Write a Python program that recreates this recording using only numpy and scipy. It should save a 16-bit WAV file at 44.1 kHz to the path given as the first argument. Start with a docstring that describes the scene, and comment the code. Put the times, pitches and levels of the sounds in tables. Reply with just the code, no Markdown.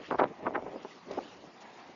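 """On a gravel roof, a large tarp billows in gusty, wet wind, close to a small outdoor camera.
Each flap is a swell of tiny crease pops that ring the sheet, with a louder snap where it pulls taut;
between flaps it flutters softly. The parapet and roof boxes return a short, dull echo.
Turbulent wind roars and hisses over the roofs and buffets the microphone; light spatters land nearby."""
import sys
import numpy as np
from scipy import signal
from scipy.fft import rfft, irfft
from scipy.io import wavfile
from scipy.ndimage import uniform_filter1d

SR = 44100
rng = np.random.default_rng(int(sys.argv[2]) if len(sys.argv) > 2 else 0)


def bounce(signal):
    """Save signal as a 16-bit WAV file at the path given by the first command-line argument."""
    frames = np.transpose(np.atleast_2d(signal))
    limited = np.clip(frames, -1, 1)
    pcm = np.round(limited * 32767).astype(np.int16)
    wavfile.write(sys.argv[1], SR, pcm)


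N = 85995


def amp(db):
    """Amplitude ratio of a level in decibels."""
    return 10 ** (np.asarray(db) / 20)


def unit_rms(x):
    """Normalisation to unit mean power."""
    return x / np.sqrt(np.mean(x ** 2) + 1e-20)


def spectrum_db(points, hz):
    """Spectral level, interpolated on a logarithmic frequency axis."""
    f, db = np.transpose(points)
    return np.interp(np.log(hz + 1), np.log(f), db)


def envelope(rows, column=1):
    """Amplitude envelope from levels interpolated in time."""
    rows = np.array(rows)
    return amp(np.interp(np.arange(N) / SR, rows[:, 0], rows[:, column]))


def add(mix, onset, sound):
    """Superposition of a sound on the mix, from an onset in seconds."""
    start = round(onset * SR)
    part = mix[max(start, 0):max(start + len(sound), 0)]
    part += sound[max(-start, 0):][:len(part)]


def swell(peak, rise, fall, shape=1.78):
    """Growth and decay about a peak; rise and fall are the times between it and 1/e amplitude."""
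    t = np.arange(N) / SR - peak
    return np.exp(-np.maximum(-t / max(rise, 1e-3), t / max(fall, 1e-3)) ** shape)


def crackle(clicks_per_s=1300, spread_db=2.5, air_gain=0.56):
    """Shot noise: independent clicks of uneven size, over the white noise of rushing air."""
    sizes = amp(spread_db * np.minimum(rng.exponential(1, N), 3)) * rng.choice([-1, 1], N)
    clicks = sizes * (rng.random(N) < clicks_per_s / SR)
    return unit_rms(clicks) + air_gain * rng.standard_normal(N)


def pop(bass_hz, treble_hz, bass_poles=3.26, treble_poles=4.14, size=4096):
    """Impulse response of the sheet: smaller folds have less bass, tauter cloth more treble."""
    # ring of the sheet: f/Hz, level/dB
    sheet_response = [(20, -19), (50, -4), (100, -5), (160, 1), (260, 2.5), (350, 2.5), (430, 1), (520, 1),
                      (860, 0.5), (1500, -0.5), (2300, 0.5), (3200, -3.5), (4200, -7.5), (7000, -2)]
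    hz = abs(np.fft.fftfreq(size, 1 / SR)) + 1
    treble_loss = 1 + (hz / treble_hz) ** (2 * treble_poles)
    bass_loss = 1 + (bass_hz / hz) ** (2 * bass_poles)
    gain = amp(spectrum_db(sheet_response, hz)) / np.sqrt(treble_loss * bass_loss)
    minimum_phase = np.exp(np.conj(signal.hilbert(np.log(gain + 1e-5))))  # energy comes at the onset
    return np.fft.ifft(minimum_phase).real[:size // 2]


def creasing(bass_hz, treble_hz, window=500):
    """Source and filter: crease clicks convolved with the sheet's response, held at steady power."""
    pops = signal.oaconvolve(crackle(), pop(bass_hz, treble_hz))[:N]
    power = uniform_filter1d(uniform_filter1d(pops ** 2, window), window)
    return pops / np.sqrt(abs(power) + 1e-12)


def flutter():
    """Slow amplitude modulation of soft creasing: the sheet stirs between flaps."""
    # strength of the flutter: t/s, level/dB
    levels = [(0, -48.5), (.07, -60.5), (.28, -46), (.355, -71), (.44, -44.5), (.7, -49.5), (.8, -53.5),
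              (.92, -58.5), (1.03, -74), (1.15, -49.5), (1.3, -58), (1.42, -55), (1.53, -61), (1.8, -60.5),
              (1.95, -58.5)]
    return envelope(levels) * creasing(bass_hz=225, treble_hz=576, window=2000)


def turbulence(spectrum, patch_db, flicker_db, size):
    """Random-phase noise whose spectrum drifts in patches while its overall level flickers."""
    hz, hop = np.fft.rfftfreq(size, 1 / SR), size // 4
    frames = N // hop + 5
    real, imag, drift = rng.standard_normal((3, frames, len(hz)))
    patches = unit_rms(uniform_filter1d(uniform_filter1d(drift, size=14, axis=0), size=7, axis=1))
    flicker = unit_rms(uniform_filter1d(rng.standard_normal(frames), size=4))[:, None]
    gain = amp(spectrum_db(spectrum, hz) + patch_db * patches + flicker_db * flicker)
    _, noise = signal.istft(((real + 1j * imag) * gain).T, nperseg=size, noverlap=size - hop)
    return unit_rms(noise[:N])


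def wind():
    """Aerodynamic noise: turbulent air roars over the roofs and hisses close by."""
    # gusts: t/s, roar level/dB, hiss level/dB
    gusts = [(0, -48.5, -62), (.06, -56, -50.5), (.15, -49.5, -62.5), (.35, -54.5, -62.5),
             (.55, -54, -65.5), (.78, -54, -59.5), (.92, -59, -55), (1.02, -56.5, -61.5),
             (1.14, -50.5, -56.5), (1.28, -57, -54.5), (1.36, -57.5, -59.5), (1.5, -57, -61),
             (1.62, -54, -60.5), (1.72, -57, -59), (1.82, -51.5, -56.5), (1.95, -58.5, -61)]
    # spectrum of the roar: f/Hz, relative level/dB
    roar_spectrum = [(30, -70.5), (90, -19), (200, 1), (330, -3.5), (500, -9), (750, 1), (1050, -3.5),
                     (1400, -13), (2000, -8), (3000, -21), (7000, -54)]
    # spectrum of the hiss: f/Hz, relative level/dB
    hiss_spectrum = [(300, -16), (1200, 10), (2100, -2), (2800, 5.5), (3300, 2), (4600, 0.5), (6000, -3.5),
                     (7000, -8)]
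    roar = turbulence(roar_spectrum, patch_db=2, flicker_db=2, size=2048)
    hiss = turbulence(hiss_spectrum, patch_db=2.8, flicker_db=1.03, size=512)
    return envelope(gusts, column=1) * roar + envelope(gusts, column=2) * hiss


def buffeting():
    """Pressure fluctuations of the wind on the microphone, heard as a low rumble."""
    # strength of the buffeting: t/s, level/dB
    levels = [(0, -64), (.06, -74), (.2, -54), (.27, -61), (.35, -75.5), (.47, -53.5), (.54, -63),
              (.65, -60), (.84, -78.5), (1.0, -89), (1.12, -63.5), (1.27, -72), (1.44, -70.5), (1.64, -95),
              (1.79, -92), (1.89, -73), (1.95, -88)]
    # spectrum of the rumble: f/Hz, relative level/dB
    spectrum = [(15, -20.5), (30, -0.5), (48, -11), (90, 0.5), (160, -0.5), (400, -49.5), (2000, -84.5)]
    gain = amp(spectrum_db(spectrum, np.fft.rfftfreq(N, 1 / SR)))
    rumble = irfft(rfft(rng.standard_normal(N)) * gain, N)
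    return envelope(levels) * unit_rms(rumble)


def flaps():
    """Superposition of many crease pops, swelling and dying away with each billow."""
    # billows: peak t/s, rise/s, fall/s, level/dB, bass corner f/Hz, treble corner f/Hz
    billows = [(0.008, .015, 0.016, -51, 220, 800), (0.09, 0.0056, 0.013, -46.5, 170, 600),
               (0.115, 0.0061, 0.0049, -29.5, 257, 1150), (0.124, 0.012, 0.0092, -27, 238, 1050),
               (0.148, 0.0087, 0.0081, -29.5, 210, 1050), (0.199, 0.01, 0.011, -23.5, 258, 1400),
               (0.220, 0.011, 0.021, -26, 270, 954), (0.242, 0.012, 0.003, -25.5, 256.5, 1260),
               (0.258, 0.0062, 0.021, -39, 193, 790), (0.312, 0.0079, 0.01, -39, 177, 476),
               (0.400, 0.012, 0.018, -47, 219, 700), (0.439, 0.0062, 0.0076, -44, 220, 700),
               (0.474, 0.014, 0.0069, -26.5, 320, 1080), (0.493, 0.032, 0.011, -45, 220, 650),
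               (0.529, 0.014, 0.033, -42, 241, 754), (0.558, 0.012, 0.0093, -30, 427, 1586),
               (0.574, .006, 0.02, -35, 424, 900), (0.63, 0.0044, 0.017, -43, 190, 705),
               (0.668, 0.0063, 0.0063, -37, 270, 880), (0.68, 0.0023, 0.015, -39.5, 220, 750),
               (0.720, 0.0065, 0.0061, -40, 194, 607), (0.747, 0.011, 0.0085, -41, 240, 780),
               (0.763, .007, 0.0095, -39, 220, 700), (0.852, .005, 0.0096, -39.5, 230, 860),
               (0.974, 0.036, 0.01, -53.5, 196, 490), (1.083, 0.02, 0.029, -45, 220, 594),
               (1.11, .008, 0.015, -39, 236, 730), (1.13, 0.012, 0.013, -40, 240, 650),
               (1.179, .006, 0.004, -33.5, 463, 610), (1.188, 0.0091, 0.0038, -28.5, 410, 640),
               (1.212, 0.023, 0.011, -45, 260, 620), (1.258, .005, 0.006, -46, 240, 650),
               (1.448, 0.003, 0.0075, -47.5, 196, 600), (1.477, 0.0038, 0.0088, -51.5, 202, 500),
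               (1.897, 0.0025, .008, -45, 220, 650)]
    out = np.zeros(N)
    for peak, rise, fall, db, bass_hz, treble_hz in billows:
        out += amp(db) * swell(peak, rise, fall) * creasing(bass_hz, treble_hz)
    return out


def roof_echo(sheet, t60_s=0.13, cutoff_hz=1260, reflections_per_s=1500, size=12000):
    """Diffuse reflection from the parapet and roof boxes: a dull tail that decays exponentially."""
    t = np.arange(size) / SR
    reflections = rng.standard_normal(size) * (rng.random(size) < reflections_per_s / SR)
    reflections *= (t > .004) * amp(-60 * t / t60_s)  # none arrives in the first 4 ms
    lowpass = signal.butter(2, cutoff_hz, fs=SR, output="sos")
    tail = signal.sosfilt(lowpass, reflections / np.linalg.norm(reflections))
    return amp(-14.5) * signal.oaconvolve(sheet, tail)[:N]


def spatters():
    """Band-limited shot noise: spatters and light scrapes make brief, bright bursts of fine clicks."""
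    # bursts: peak t/s, rise/s, fall/s, level/dB, centre f/Hz, half-width/octaves
    bursts = [(0.044, 0.016, 0.012, -51, 2000, 0.83), (0.064, .008, .012, -53.5, 1900, 0.19),
              (0.112, 0.013, .003, -52, 2940, 0.36), (0.188, 0.007, 0.005, -52, 3330, 0.63),
              (0.201, 0.0078, 0.0026, -42, 3090, 0.45), (0.24, 0.0083, 0.0049, -49.5, 2960, 0.55),
              (0.832, .003, 0.0034, -55, 3540, 1), (0.919, 0.011, 0.016, -53.5, 1950, 0.17),
              (1.114, 0.0037, 0.0073, -51.5, 3960, 0.76), (1.135, 0.0044, 0.0056, -51.5, 2810, 1),
              (1.293, .006, 0.0077, -69, 4500, .5), (1.611, 0.006, 0.02, -57, 4700, 0.93)]
    hz, out = np.fft.rfftfreq(N, 1 / SR), np.zeros(N)
    for peak, rise, fall, db, centre_hz, octaves in bursts:
        band = np.exp(-(np.log2((hz + 1) / centre_hz) / octaves) ** 2)
        clicks = unit_rms(irfft(rfft(crackle()) * band, N))
        out += amp(db) * swell(peak, rise, fall) * clicks
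    return out


def snaps():
    """Impulsive excitation: the sheet radiates one pressure pulse each time it pulls taut."""
    # taut pulls: t/s, peak level/dB, bass corner f/Hz, treble corner f/Hz
    pulls = [(0.1110, -19.5, 450, 1580), (0.1234, -20, 400, 963), (0.1557, -23.5, 220, 1016),
             (0.196, -11.5, 380, 1097), (0.212, -13.5, 300, 1060), (0.2195, -13.5, 260, 1070),
             (0.241, -17.5, 290, 1400), (0.2553, -24, 240, 1150), (0.4298, -37.5, 260, 850),
             (0.4668, -20.5, 330, 1350), (0.47, -19, 420, 1100), (0.482, -20, 262, 950),
             (0.5076, -29.5, 600, 800), (0.5567, -16.5, 683, 1520), (0.5636, -23.5, 290, 1100),
             (0.5785, -21, 451, 910), (0.6245, -29, 200, 720), (0.6645, -30.5, 377, 900),
             (0.7323, -33, 330, 850), (0.7602, -28, 241, 750), (0.8487, -30, 300, 1120),
             (1.1100, -28, 300, 850), (1.1787, -24.5, 450, 610), (1.4403, -40, 274, 800)]
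    out = np.zeros(N)
    for onset, db, bass_hz, treble_hz in pulls:
        pulse = pop(bass_hz, treble_hz)
        add(out, onset, -amp(db) * pulse / abs(pulse).max())
    return out


def scene():
    """Linear superposition of the tarp, its echo, the spatters and the wind in one channel."""
    tarp = flutter() + flaps() + snaps()
    return (tarp + roof_echo(tarp) + spatters() + wind() + buffeting())[None]


def record(dry):
    """Band limiting: the camera passes only sound below about 7100 Hz."""
    lowpass = signal.firwin(401, 7100, window=("kaiser", 8), fs=SR)
    return signal.oaconvolve(dry, lowpass[None], "same")


dry = scene()
out = record(dry)
bounce(out)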